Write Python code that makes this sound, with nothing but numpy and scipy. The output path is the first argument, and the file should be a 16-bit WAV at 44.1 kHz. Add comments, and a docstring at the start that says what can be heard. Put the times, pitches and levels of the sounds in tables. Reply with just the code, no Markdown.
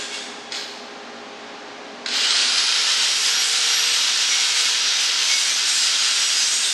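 """Angle grinder in a garage

A welder's cooling fan drones. Out of sight an angle grinder scrapes on steel, is blipped once, then spins up and runs.
Shaped noise makes fan air, gear rattle and rush; sines locked to the rotor make a whine that sags under load.
Drifting tones ring the disc and the steel. Loose knocks and squeals come on top, with the garage's echo.
The near-mono camera microphone turns its bass down while the noise is loud.
"""
import sys
import numpy as np
from scipy import signal
from scipy.fft import rfft, irfft, next_fast_len
from scipy.io import wavfile
from scipy.ndimage import map_coordinates

SR = 44100
rng = np.random.default_rng(int(sys.argv[2]) if len(sys.argv) > 2 else 0)


def store_wav(level_fs):
    """Save 16-bit WAV to argv[1]."""
    pcm = np.round(np.clip(np.atleast_2d(level_fs), -1, 1) * 32767)
    wavfile.write(sys.argv[1], SR, pcm.T.astype(np.int16))


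N = 296793  # samples


def amp(db):
    """Decibels to gain."""
    return 10 ** (np.asarray(db) / 20)


def unit(x):
    """Scale to rms 1."""
    return x / np.sqrt(np.mean(x ** 2) + 1e-20)


def along(points, hz):
    """Read (frequency, value) points on a log frequency axis."""
    f, v = np.transpose(points)
    return np.interp(np.log(hz + 1), np.log(f + 1), v)


def curves(rows):
    """Give one value per sample for each column after the time."""
    s, *columns = np.transpose(rows)
    return [np.interp(np.arange(N) / SR, s, column) for column in columns]


def after(start, rise):
    """Ramp from 0 at start to 1 rise seconds later."""
    return np.clip((np.arange(N) / SR - start) / rise, 0, 1)


def swell(t, rise, t60):
    """A soft rise to 1 at t = 0, then an even decay in decibels."""
    return np.exp(-.5 * (np.minimum(t, 0) / rise) ** 2) * amp(-60 * np.maximum(t, 0) / t60)


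def wobble(rate):
    """A smooth random curve with rate knots a second."""
    knots = rng.standard_normal(int(N * rate / SR) + 4)
    return map_coordinates(knots, [np.arange(N) * rate / SR], order=2)


def filtered(x, response):
    """Multiply the spectrum of x by a response of frequency."""
    size = next_fast_len(N + SR // 4)
    return irfft(rfft(x, size) * response(np.fft.rfftfreq(size, 1 / SR)), size)[:N]


def coloured(x, spectrum):
    """Shape x by a spectrum and scale it to rms 1."""
    return unit(filtered(x, lambda hz: amp(along(spectrum, hz))))


def grit(rate, share):
    """Noise in which a share of the power is tiny impacts, rate of them a second."""
    impacts = (rng.random(N) < rate / SR) * rng.choice([-1, 1], N) * rng.uniform(0.72, 1, N)
    share = np.clip(share, 0, 1)
    return np.sqrt(share) * unit(impacts) + np.sqrt(1 - share) * rng.standard_normal(N)


def tones(lines, width_hz, waver_db):
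    """A sum of (frequency, rms level) tones, each drifting in phase and strength on its own."""
    t = np.arange(N) / SR
    knots = np.linspace(0, N / SR, 400)
    total = np.zeros(N)
    for hz, db in lines:
        slow = signal.resample(rng.standard_normal((2, 50)), len(knots), axis=1)
        phase = np.cumsum(slow[0]) * width_hz * knots[1]
        strength = amp(db) * unit(amp(waver_db * slow[1]))
        total += np.interp(t, knots, strength) * np.sin(2 * np.pi * (hz * t + np.interp(t, knots, phase)))
    return np.sqrt(2) * total


# Rotor speed once it is up, sagging under load: (time [s], speed [turns/s])
RUNNING_SPEED = [(3.15, 469.5), (3.4, 472), (3.55, 468), (3.8, 473), (4.0, 480), (4.35, 482), (4.77, 477),
                 (4.97, 487), (5.25, 489), (5.45, 481), (5.58, 471.5), (5.85, 466.5), (6.27, 472.5),
                 (6.55, 468), (6.72, 459)]
SWITCH_ON_S, SPIN_UP_S = 2.06, .295  # motor switched on; time constant of the spin-up
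SPIN_UP_GAP = 336  # size of the exponential, turns/s


def rotor_speed():
    """Turns a second: an exponential spin-up that joins the running speed."""
    running, = curves(RUNNING_SPEED)

    def missing(s):
        return SPIN_UP_GAP * np.exp(-np.maximum(s - SWITCH_ON_S, 0) / SPIN_UP_S)

    # less the remainder at the first running point, so that the two meet there
    gap = missing(np.arange(N) / SR) - missing(RUNNING_SPEED[0][0])
    return running - np.maximum(gap, 0)


# The running grinder's noise, before a small trim and flicker:
# (time [s], level [dB], treble level, heard as swings about its mean [dB])
HISS = [(2.3, -20.5, -20.5), (2.53, -19, -23), (2.71, -19.5, -24.5), (3.27, -19.5, -18), (3.38, -20, -24.5),
        (3.46, -19.5, -16), (3.83, -19.5, -23.5), (4.69, -19.5, -20.5), (4.81, -21, -25.5),
        (4.98, -20, -26), (5.03, -20.5, -20), (5.12, -19, -26.5), (5.4, -20.5, -17.5), (5.61, -21, -21),
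        (5.76, -20.5, -15), (5.94, -20, -21.5), (6.45, -21.5, -16.5), (6.72, -23, -12.5)]
# Air and abrasive rush: (frequency [Hz], relative density [dB per Hz])
RUSH_SPECTRUM = [(150, -36), (260, -25), (500, -12), (1000, -8), (1600, -4), (2000, -8.5), (3300, -0.5),
                 (5000, -1), (6300, -5.5), (8300, -11.5), (9600, -20), (11600, -25), (12600, -37),
                 (13700, -54)]
# Rattling gears, also heard in the blip and the clacks: (frequency [Hz], relative density [dB per Hz])
GEAR_SPECTRUM = [(300, -41), (1000, -16), (1300, -8), (1550, -1.5), (1750, -5.5), (2150, -3.5),
                 (2600, -4.5), (2950, -1), (3400, 0), (3700, -3.5), (4150, 3), (4600, -1), (5100, 0.5),
                 (5800, -10), (6550, -6), (7100, -13), (8000, -13.5), (10000, -28), (11500, -53),
                 (13000, -80)]
# The noise grows as a power of the speed, up to LOUD_SPEED in turns/s
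LOUD_SPEED, LOUD_POWER = 243, 3.2
TREBLE_DB, TREBLE_SWING = 1, 0.98  # lift at full speed; share of the treble's swing that is heard
SLOW_TREBLE_DB = -2  # the treble is duller at low speed
LOW_PASS_HZ = 10200  # the hiss is low-passed here at first and opens as the rotor speeds up
BODY_DB, BODY_RISE_DB_PER_S = 0.3, 0.05  # lift of the low body at switch-on, and its slow growth


def grinder_noise():
    """Gears rattle at low speed; the rush of air and abrasive takes over as the rotor gets going."""
    speed = rotor_speed()
    level_db, treble_db = curves(HISS)
    airy = (speed / speed.max()) ** 2.0
    rattle = coloured(garage(grit(rate=210, share=0.28), wet=0.43), GEAR_SPECTRUM)
    rush = coloured(garage(grit(rate=800, share=0.28), wet=0.24), RUSH_SPECTRUM)
    noise = np.sqrt(1 - airy) * rattle + np.sqrt(airy) * rush
    dull = filtered(noise, lambda hz: 1 / (1 + (hz / LOW_PASS_HZ) ** 20))
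    noise = dull + airy ** 2 * (noise - dull)

    # the contact shifts weight between the low body and the top of the hiss
    body = filtered(noise, lambda hz: 1 / (1 + (hz / 2300) ** 6))
    treble = filtered(noise, lambda hz: 1 - 1 / (1 + (hz / 6700) ** 10))
    body_gain = amp(BODY_DB + BODY_RISE_DB_PER_S * (np.arange(N) / SR - SWITCH_ON_S))
    treble_swing_db = treble_db - np.mean(HISS, axis=0)[2]
    fast_treble_db = TREBLE_DB + TREBLE_SWING * treble_swing_db
    treble_gain = amp((1 - airy) * SLOW_TREBLE_DB + airy * fast_treble_db)
    noise = noise + (body_gain - 1) * body + (treble_gain - 1) * treble

    loudness = after(SWITCH_ON_S, 0.0044) * np.minimum(speed / LOUD_SPEED, 1) ** LOUD_POWER
    flicker_db = 0.6 * wobble(22.01)
    return loudness * amp(level_db + 0.11 + flicker_db) * noise


# The whine swells and fades as the tool is turned, before flutter: (time [s], level [dB])
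WHINE_LEVEL = [(2.25, -32), (2.46, -26.5), (2.65, -31), (2.8, -28), (2.9, -32.5), (3.17, -31), (3.28, -36),
               (3.41, -25), (3.47, -42), (3.58, -38), (3.68, -27), (3.77, -26.5), (3.84, -34), (4.0, -30),
               (4.19, -42), (4.27, -28), (4.36, -28), (4.55, -39), (4.73, -28.5), (4.78, -33),
               (4.88, -29.5), (5.15, -33.5), (5.72, -32), (5.83, -41), (6.08, -38), (6.17, -29.5),
               (6.44, -28.5), (6.72, -38)]
# The whine's octave, before flutter: (time [s], level [dB])
OCTAVE_LEVEL = [(2.17, -40), (2.33, -36), (2.45, -42), (2.55, -40.5), (2.85, -45), (3.02, -55), (3.18, -46),
                (3.42, -46), (3.6, -56), (3.72, -46.5), (4.0, -47), (4.12, -57), (5.2, -57), (5.7, -52.5),
                (6.5, -54), (6.7, -48)]
# Hum at full speed, before flutter: (time [s], shaft [dB], gear mesh [dB], shaft's octave [dB])
SHAFT_HUM = [(2.5, -42, -50, -54), (2.85, -54, -52, -54), (3.3, -41, -42, -54), (3.68, -41, -38, -54),
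             (3.9, -38.5, -50, -44), (4.06, -50, -52, -38.5), (4.22, -47, -50, -41.5),
             (4.4, -44, -38.5, -42), (4.68, -40.5, -48, -40.5), (4.95, -46, -50, -45),
             (5.45, -52, -54, -44), (5.7, -58, -52, -54), (6.35, -58, -56, -54), (6.65, -54, -45, -54)]
# Gear mesh tones: (multiple of the rotor speed, level against the mesh level [dB])
MESH_ORDERS = [(1.62, 0), (3.24, -3), (4.86, 0)]
SLOTS = 12  # armature slots: the whine's multiple of the rotor speed
RUN_JITTER, SPIN_UP_JITTER = .0011, .062  # share of the speed: always, and added while slow
WHINE_FLUTTER_DB = 1.4


def whine():
    """Orders of the rotor, ragged while it gathers speed: slots whine with their octave, shaft and gears hum."""
    speed = rotor_speed()
    pace = speed / speed.max()
    unsteady = RUN_JITTER + SPIN_UP_JITTER * (1 - pace) * (1 - after(2.69, 0.48))
    turns = np.cumsum(speed * (1 + unsteady * wobble(300) + 0.000446 * wobble(9))) / SR

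    def order(multiple, db):
        strength = amp(db + WHINE_FLUTTER_DB * wobble(28))
        return strength * np.sqrt(2) * np.sin(2 * np.pi * multiple * turns)

    slots = order(SLOTS, curves(WHINE_LEVEL)[0]) + order(2 * SLOTS, curves(OCTAVE_LEVEL)[0])
    shaft_db, mesh_db, octave_db = curves(SHAFT_HUM)
    shaft = order(1, shaft_db) + order(2, octave_db)
    mesh = sum(order(multiple, mesh_db + db) for multiple, db in MESH_ORDERS)
    return after(SWITCH_ON_S, 0.18) * (garage(slots, wet=0.1) + pace ** 4 * (shaft + mesh))


# How hard the disc bites, as the level of the singing steel: (time [s], level [dB])
BITE = [(2.9, -78), (3.3, -34), (3.9, -45), (4.5, -41), (4.95, -41), (5.33, -39), (5.8, -34), (6.6, -37),
        (6.73, -32)]
# Ringing modes of the disc: (frequency [Hz], relative level [dB])
DISC_MODES = [(1605, -5), (1671, -7), (2201, -6.5), (2750, -7), (3122, -10), (3338, -4), (3401, -6),
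              (3591, -8), (3919, -8), (4307, -12), (4479, -6), (5055, -9), (5120, -9), (5351, -11)]
# Ringing modes of the steel: (frequency [Hz], relative level [dB])
STEEL_MODES = [(4882, -10), (4973, -7), (5034, 2), (5508, 1), (5668, 0), (5883, 1), (6124, -9), (6334, 0),
               (6569, 3), (6831, 3), (7074, -12), (7122, -7), (7278, -18), (7580, -6), (7838, -2),
               (8021, -11), (8140, -3), (8356, -10), (8465, -15), (8630, -12), (8726, -17), (9092, -20),
               (9539, -20), (9690, -14)]
DISC_RING_DB, DISC_FOLLOWS = -37, 0.17  # disc's ring at the mean bite; dB more for each dB of bite


def contact():
    """The harder the running disc bites, the more it rings and sets the steel singing."""
    bite_db, = curves(BITE)
    disc_db = DISC_RING_DB + DISC_FOLLOWS * (bite_db - np.mean(BITE, axis=0)[1])
    disc = amp(disc_db) * unit(tones(DISC_MODES, width_hz=12, waver_db=2.0))
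    steel = amp(bite_db) * unit(tones(STEEL_MODES, width_hz=5, waver_db=3.5))
    return after(2.6, 0.35) * (disc + steel)


# The disc catches and one mode squeals:
# (time of the middle [s], frequency [Hz], rms level before flutter [dB], length [s])
SQUEALS = [(.02, 2751, -42, .02), (.035, 3402, -45.5, .04), (.03, 1605, -45, .03), (.03, 5039, -47, .03),
           (.03, 7117, -45, .04), (.15, 2205, -38.5, .03), (.15, 2750, -41.5, .025),
           (.17, 3338, -42.5, .04), (.195, 3591, -42, .045), (.16, 4484, -47, .05), (.16, 5120, -47.5, .04),
           (2.21, 2800, -31, .015), (2.264, 2950, -31.5, .025), (2.8, 2205, -36, .02),
           (2.8, 6569, -36, .027), (3.9, 8465, -36, .07), (4.349, 2195, -32, .02), (4.54, 2185, -36, .26),
           (5.28, 6334, -33, .09), (5.3, 5389, -34, .05), (5.335, 2205, -29, .035),
           (5.42, 2200, -34.5, .09), (5.5, 2360, -36, .02), (5.33, 6124, -31.5, .02),
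           (5.355, 4882, -28.5, .06), (5.452, 8700, -41, .13), (5.54, 6334, -33.5, .06),
           (5.52, 5883, -34, .05), (5.59, 4882, -33, .03), (5.708, 6831, -31, .012), (5.72, 8356, -36, .08),
           (5.78, 7580, -34.5, .12), (5.79, 8630, -40, .06), (5.835, 4973, -28.5, .05),
           (5.84, 5883, -31, .1), (5.975, 6124, -36, .03), (6.005, 6569, -31.5, .02),
           (6.035, 4882, -28.5, .04), (6.11, 8356, -37, .11), (6.26, 7838, -36, .05),
           (6.28, 3338, -33, .04), (6.29, 6569, -32, .04), (6.37, 4882, -30, .1), (6.39, 6569, -32, .03),
           (6.39, 6831, -34.5, .05), (6.4, 5034, -28.5, .06), (6.42, 6334, -32.5, .04),
           (6.46, 7580, -37, .16), (6.48, 6124, -32, .14), (6.55, 6569, -32.5, .03),
           (6.555, 6831, -28.5, .03), (6.59, 8356, -33, .16), (6.64, 5508, -34.5, .09),
           (6.685, 3591, -29.5, .05)]
SQUEAL_RISE_S, SQUEAL_T60_S = 0.018, 0.28
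SQUEAL_FLUTTER_RAD, SQUEAL_FLUTTER_DB = .45, 1.5  # random swing of phase and of level


def squeals():
    """A catch feeds one mode for as long as it lasts; then the mode rings out, fluttering."""
    total = np.zeros(N)
    knots = np.linspace(-.5, .5, 45)
    for s, hz, db, length in SQUEALS:
        middle = round(s * SR)
        at = np.arange(max(middle - SR // 2, 0), min(middle + SR // 2, N))
        t = at / SR - s
        phase, strength = (np.interp(t, knots, row) for row in rng.standard_normal((2, len(knots))))
        # time outside the catch: zero for as long as it lasts
        outside = t - np.clip(t, -length / 2, length / 2)
        envelope = swell(outside, SQUEAL_RISE_S, SQUEAL_T60_S)
        tone = np.sin(2 * np.pi * hz * t + SQUEAL_FLUTTER_RAD * phase)
        total[at] += amp(db + SQUEAL_FLUTTER_DB * strength) * envelope * tone
    return np.sqrt(2) * total


# The idle disc brushes the steel: (time [s], level before the scrape's and rings' own gains [dB])
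TOUCHES = [(.012, -31), (.152, -33)]
# Scraping noise: (frequency [Hz], relative density [dB per Hz])
SCRAPE_SPECTRUM = [(500, -40), (1100, -10), (1650, 0), (2000, -2.5), (3300, 1.5), (5200, -2), (6000, -3.5),
                   (8200, -7.5), (9500, -16.5), (11500, -27), (13000, -52)]
TOUCH_RISE_S, SCRAPE_T60_S, TOUCH_RING_T60_S = 0.029, 1, 2.1
SCRAPE_DB, TOUCH_DISC_DB, TOUCH_STEEL_DB = 1, -7, -14  # against the touch level


def touches():
    """Each brush against the steel is a short scrape that leaves both ringing."""
    t = np.arange(N) / SR

    def envelope(t60):
        return np.sqrt(sum((amp(db) * swell(t - s, TOUCH_RISE_S, t60)) ** 2 for s, db in TOUCHES))

    scrape = amp(SCRAPE_DB) * coloured(grit(rate=690, share=0.12), SCRAPE_SPECTRUM)
    disc = amp(TOUCH_DISC_DB) * unit(tones(DISC_MODES, width_hz=14, waver_db=3))
    steel = amp(TOUCH_STEEL_DB) * unit(tones(STEEL_MODES, width_hz=4, waver_db=2.5))
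    return envelope(SCRAPE_T60_S) * scrape + envelope(TOUCH_RING_T60_S) * (disc + steel)


BLIP_S, BLIP_ATTACK_S, BLIP_HOLD_S, BLIP_T60_S = .509, 0.02, 0.059, 0.9  # hold counts from the start
BLIP_DB = -28.5


def blip():
    """One flick of the switch jerks the gears, and the rattle dies away in the room."""
    coasting = np.maximum(np.arange(N) / SR - BLIP_S - BLIP_HOLD_S, 0)
    rattle = coloured(garage(grit(rate=270, share=0.49), wet=0.52), GEAR_SPECTRUM)
    return after(BLIP_S, BLIP_ATTACK_S) * amp(BLIP_DB - 60 * coasting / BLIP_T60_S) * rattle


# The starting motor jerks the gear case: (time [s], level [dB])
JERKS = [(.575, -36.5), (2.17, -27.5)]
# The gear case's resonance: (frequency [Hz], relative density [dB per Hz])
CASE_SPECTRUM = [(2600, -30), (3600, -7), (4100, 0), (4550, -3), (5500, -30)]
CASE_RISE_S, CASE_T60_S = .025, 0.95


def gear_case():
    """Each start of the motor leaves the gear case ringing in one broad resonance."""
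    t = np.arange(N) / SR
    envelope = sum(amp(db) * swell(t - s, CASE_RISE_S, CASE_T60_S) for s, db in JERKS)
    return envelope * coloured(rng.standard_normal(N), CASE_SPECTRUM)


# Slack gears and grit knock: (time [s], level before the trim, gear colour and room [dB])
CLACKS = [(0.5218, -9.5), (.527, -16), (.549, -11), (2.061, -4), (2.087, -9), (2.14, -10), (2.177, -15),
          (2.209, -11), (2.3075, 1.5)]


def clacks():
    """Short knocks in the gear case: noise bursts that die within milliseconds."""
    t = np.arange(SR // 20) / SR
    knocks = np.zeros(N)
    for s, db in CLACKS:
        burst = amp(db - 0.5 - 60 * t / 0.019) * rng.standard_normal(len(t))
        knocks[round(s * SR):][:len(t)] += burst
    return garage(filtered(knocks, lambda hz: amp(along(GEAR_SPECTRUM, hz))), wet=0.4)


# Air noise of the welder's fan: (frequency [Hz], relative density [dB per Hz])
FAN_SPECTRUM = [(25, -36), (60, -30), (110, -20), (165, -15), (235, 3.5), (340, -4.5), (470, -2.5),
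                (660, 1), (1000, -3), (2000, -6), (4300, -10), (6500, -17.5), (9000, -32), (13000, -55)]
# Fan and mains tones, ahead of the microphone: (frequency [Hz], rms level [dB])
FAN_HUM = [(60, -79), (80, -76), (120, -71.5), (243, -57), (285, -56), (344.5, -59), (407, -51), (417, -48),
           (532, -53), (797, -50), (834, -56.5), (1062, -57), (1192, -59), (1394, -60), (1598, -59),
           (1627, -60), (1669, -60)]


def fan():
    """The welder's fan: steady air noise and tones of even level that drift slightly in pitch."""
    air = amp(-37.5) * coloured(rng.standard_normal(N), FAN_SPECTRUM)
    return air + tones(FAN_HUM, width_hz=0.39, waver_db=0.0)


# Reverberation of the garage: (frequency [Hz], t60 [s])
GARAGE_T60 = [(200, 0.6), (3000, 0.43), (11000, 0.41)]


def garage(x, wet):
    """Send a share of the power of x back from the walls as a decaying noise tail."""
    hz, t, z = signal.stft(rng.standard_normal(SR * 2 // 3), SR, nperseg=256)
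    decay = amp(-60 * t / along(GARAGE_T60, hz)[:, None])
    tail = signal.istft(z * decay, SR, nperseg=256)[1]
    wet = np.clip(wet, 0, 1)
    echo = signal.fftconvolve(x, tail / np.linalg.norm(tail))[:N]
    return np.sqrt(1 - wet) * x + np.sqrt(wet) * echo


# Difference between the microphone's two ports: (frequency [Hz], side against mid [dB])
SIDE_SPECTRUM = [(60, -4), (130, 6), (250, -2), (500, -15.5), (900, -19), (1500, -30.5), (6000, -25.5),
                 (9000, -21.5), (11000, -13.5), (13000, 0)]


def scene():
    """The fan sits dead centre; the grinder's diffuse sound differs a little between two close ports."""
    tool = grinder_noise() + blip() + gear_case() + whine()
    tool = tool + touches() + contact() + squeals() + clacks()
    side = filtered(garage(tool, wet=1), lambda hz: amp(along(SIDE_SPECTRUM, hz)))
    balance_db = np.array([[-.25], [.25]])
    return fan() + np.array([tool + side, tool - side]) * amp(balance_db)


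# The camera microphone's gain when fully loud: (frequency [Hz], gain [dB])
LOUD_GAIN = [(40, -36), (90, -42), (140, -20), (200, -10), (420, -9.5), (800, -10), (2000, 0)]
TOP_HZ = 13750  # band limit


def record(dry):
    """A slow gain control pulls the bass down while the input is loud; nothing passes the band limit."""
    hz, t, z = signal.stft(dry, SR, nperseg=2048)
    level = np.sqrt(np.sum(np.abs(z) ** 2, axis=(0, 1)))
    loud = np.clip((level / np.quantile(level, .7) - .4) / 0.59, 0, 1)
    step = 1 - np.exp(-t[1] / 0.58)  # 0.58 s time constant
    held = signal.lfilter([step], [1, step - 1], loud)
    gain = amp(along(LOUD_GAIN, hz)[:, None] * held)
    out = signal.istft(z * gain, SR, nperseg=2048)[1][:, :N]
    return np.array([filtered(channel, lambda hz: hz < TOP_HZ) for channel in out])


dry = scene()
out = record(dry)
store_wav(out)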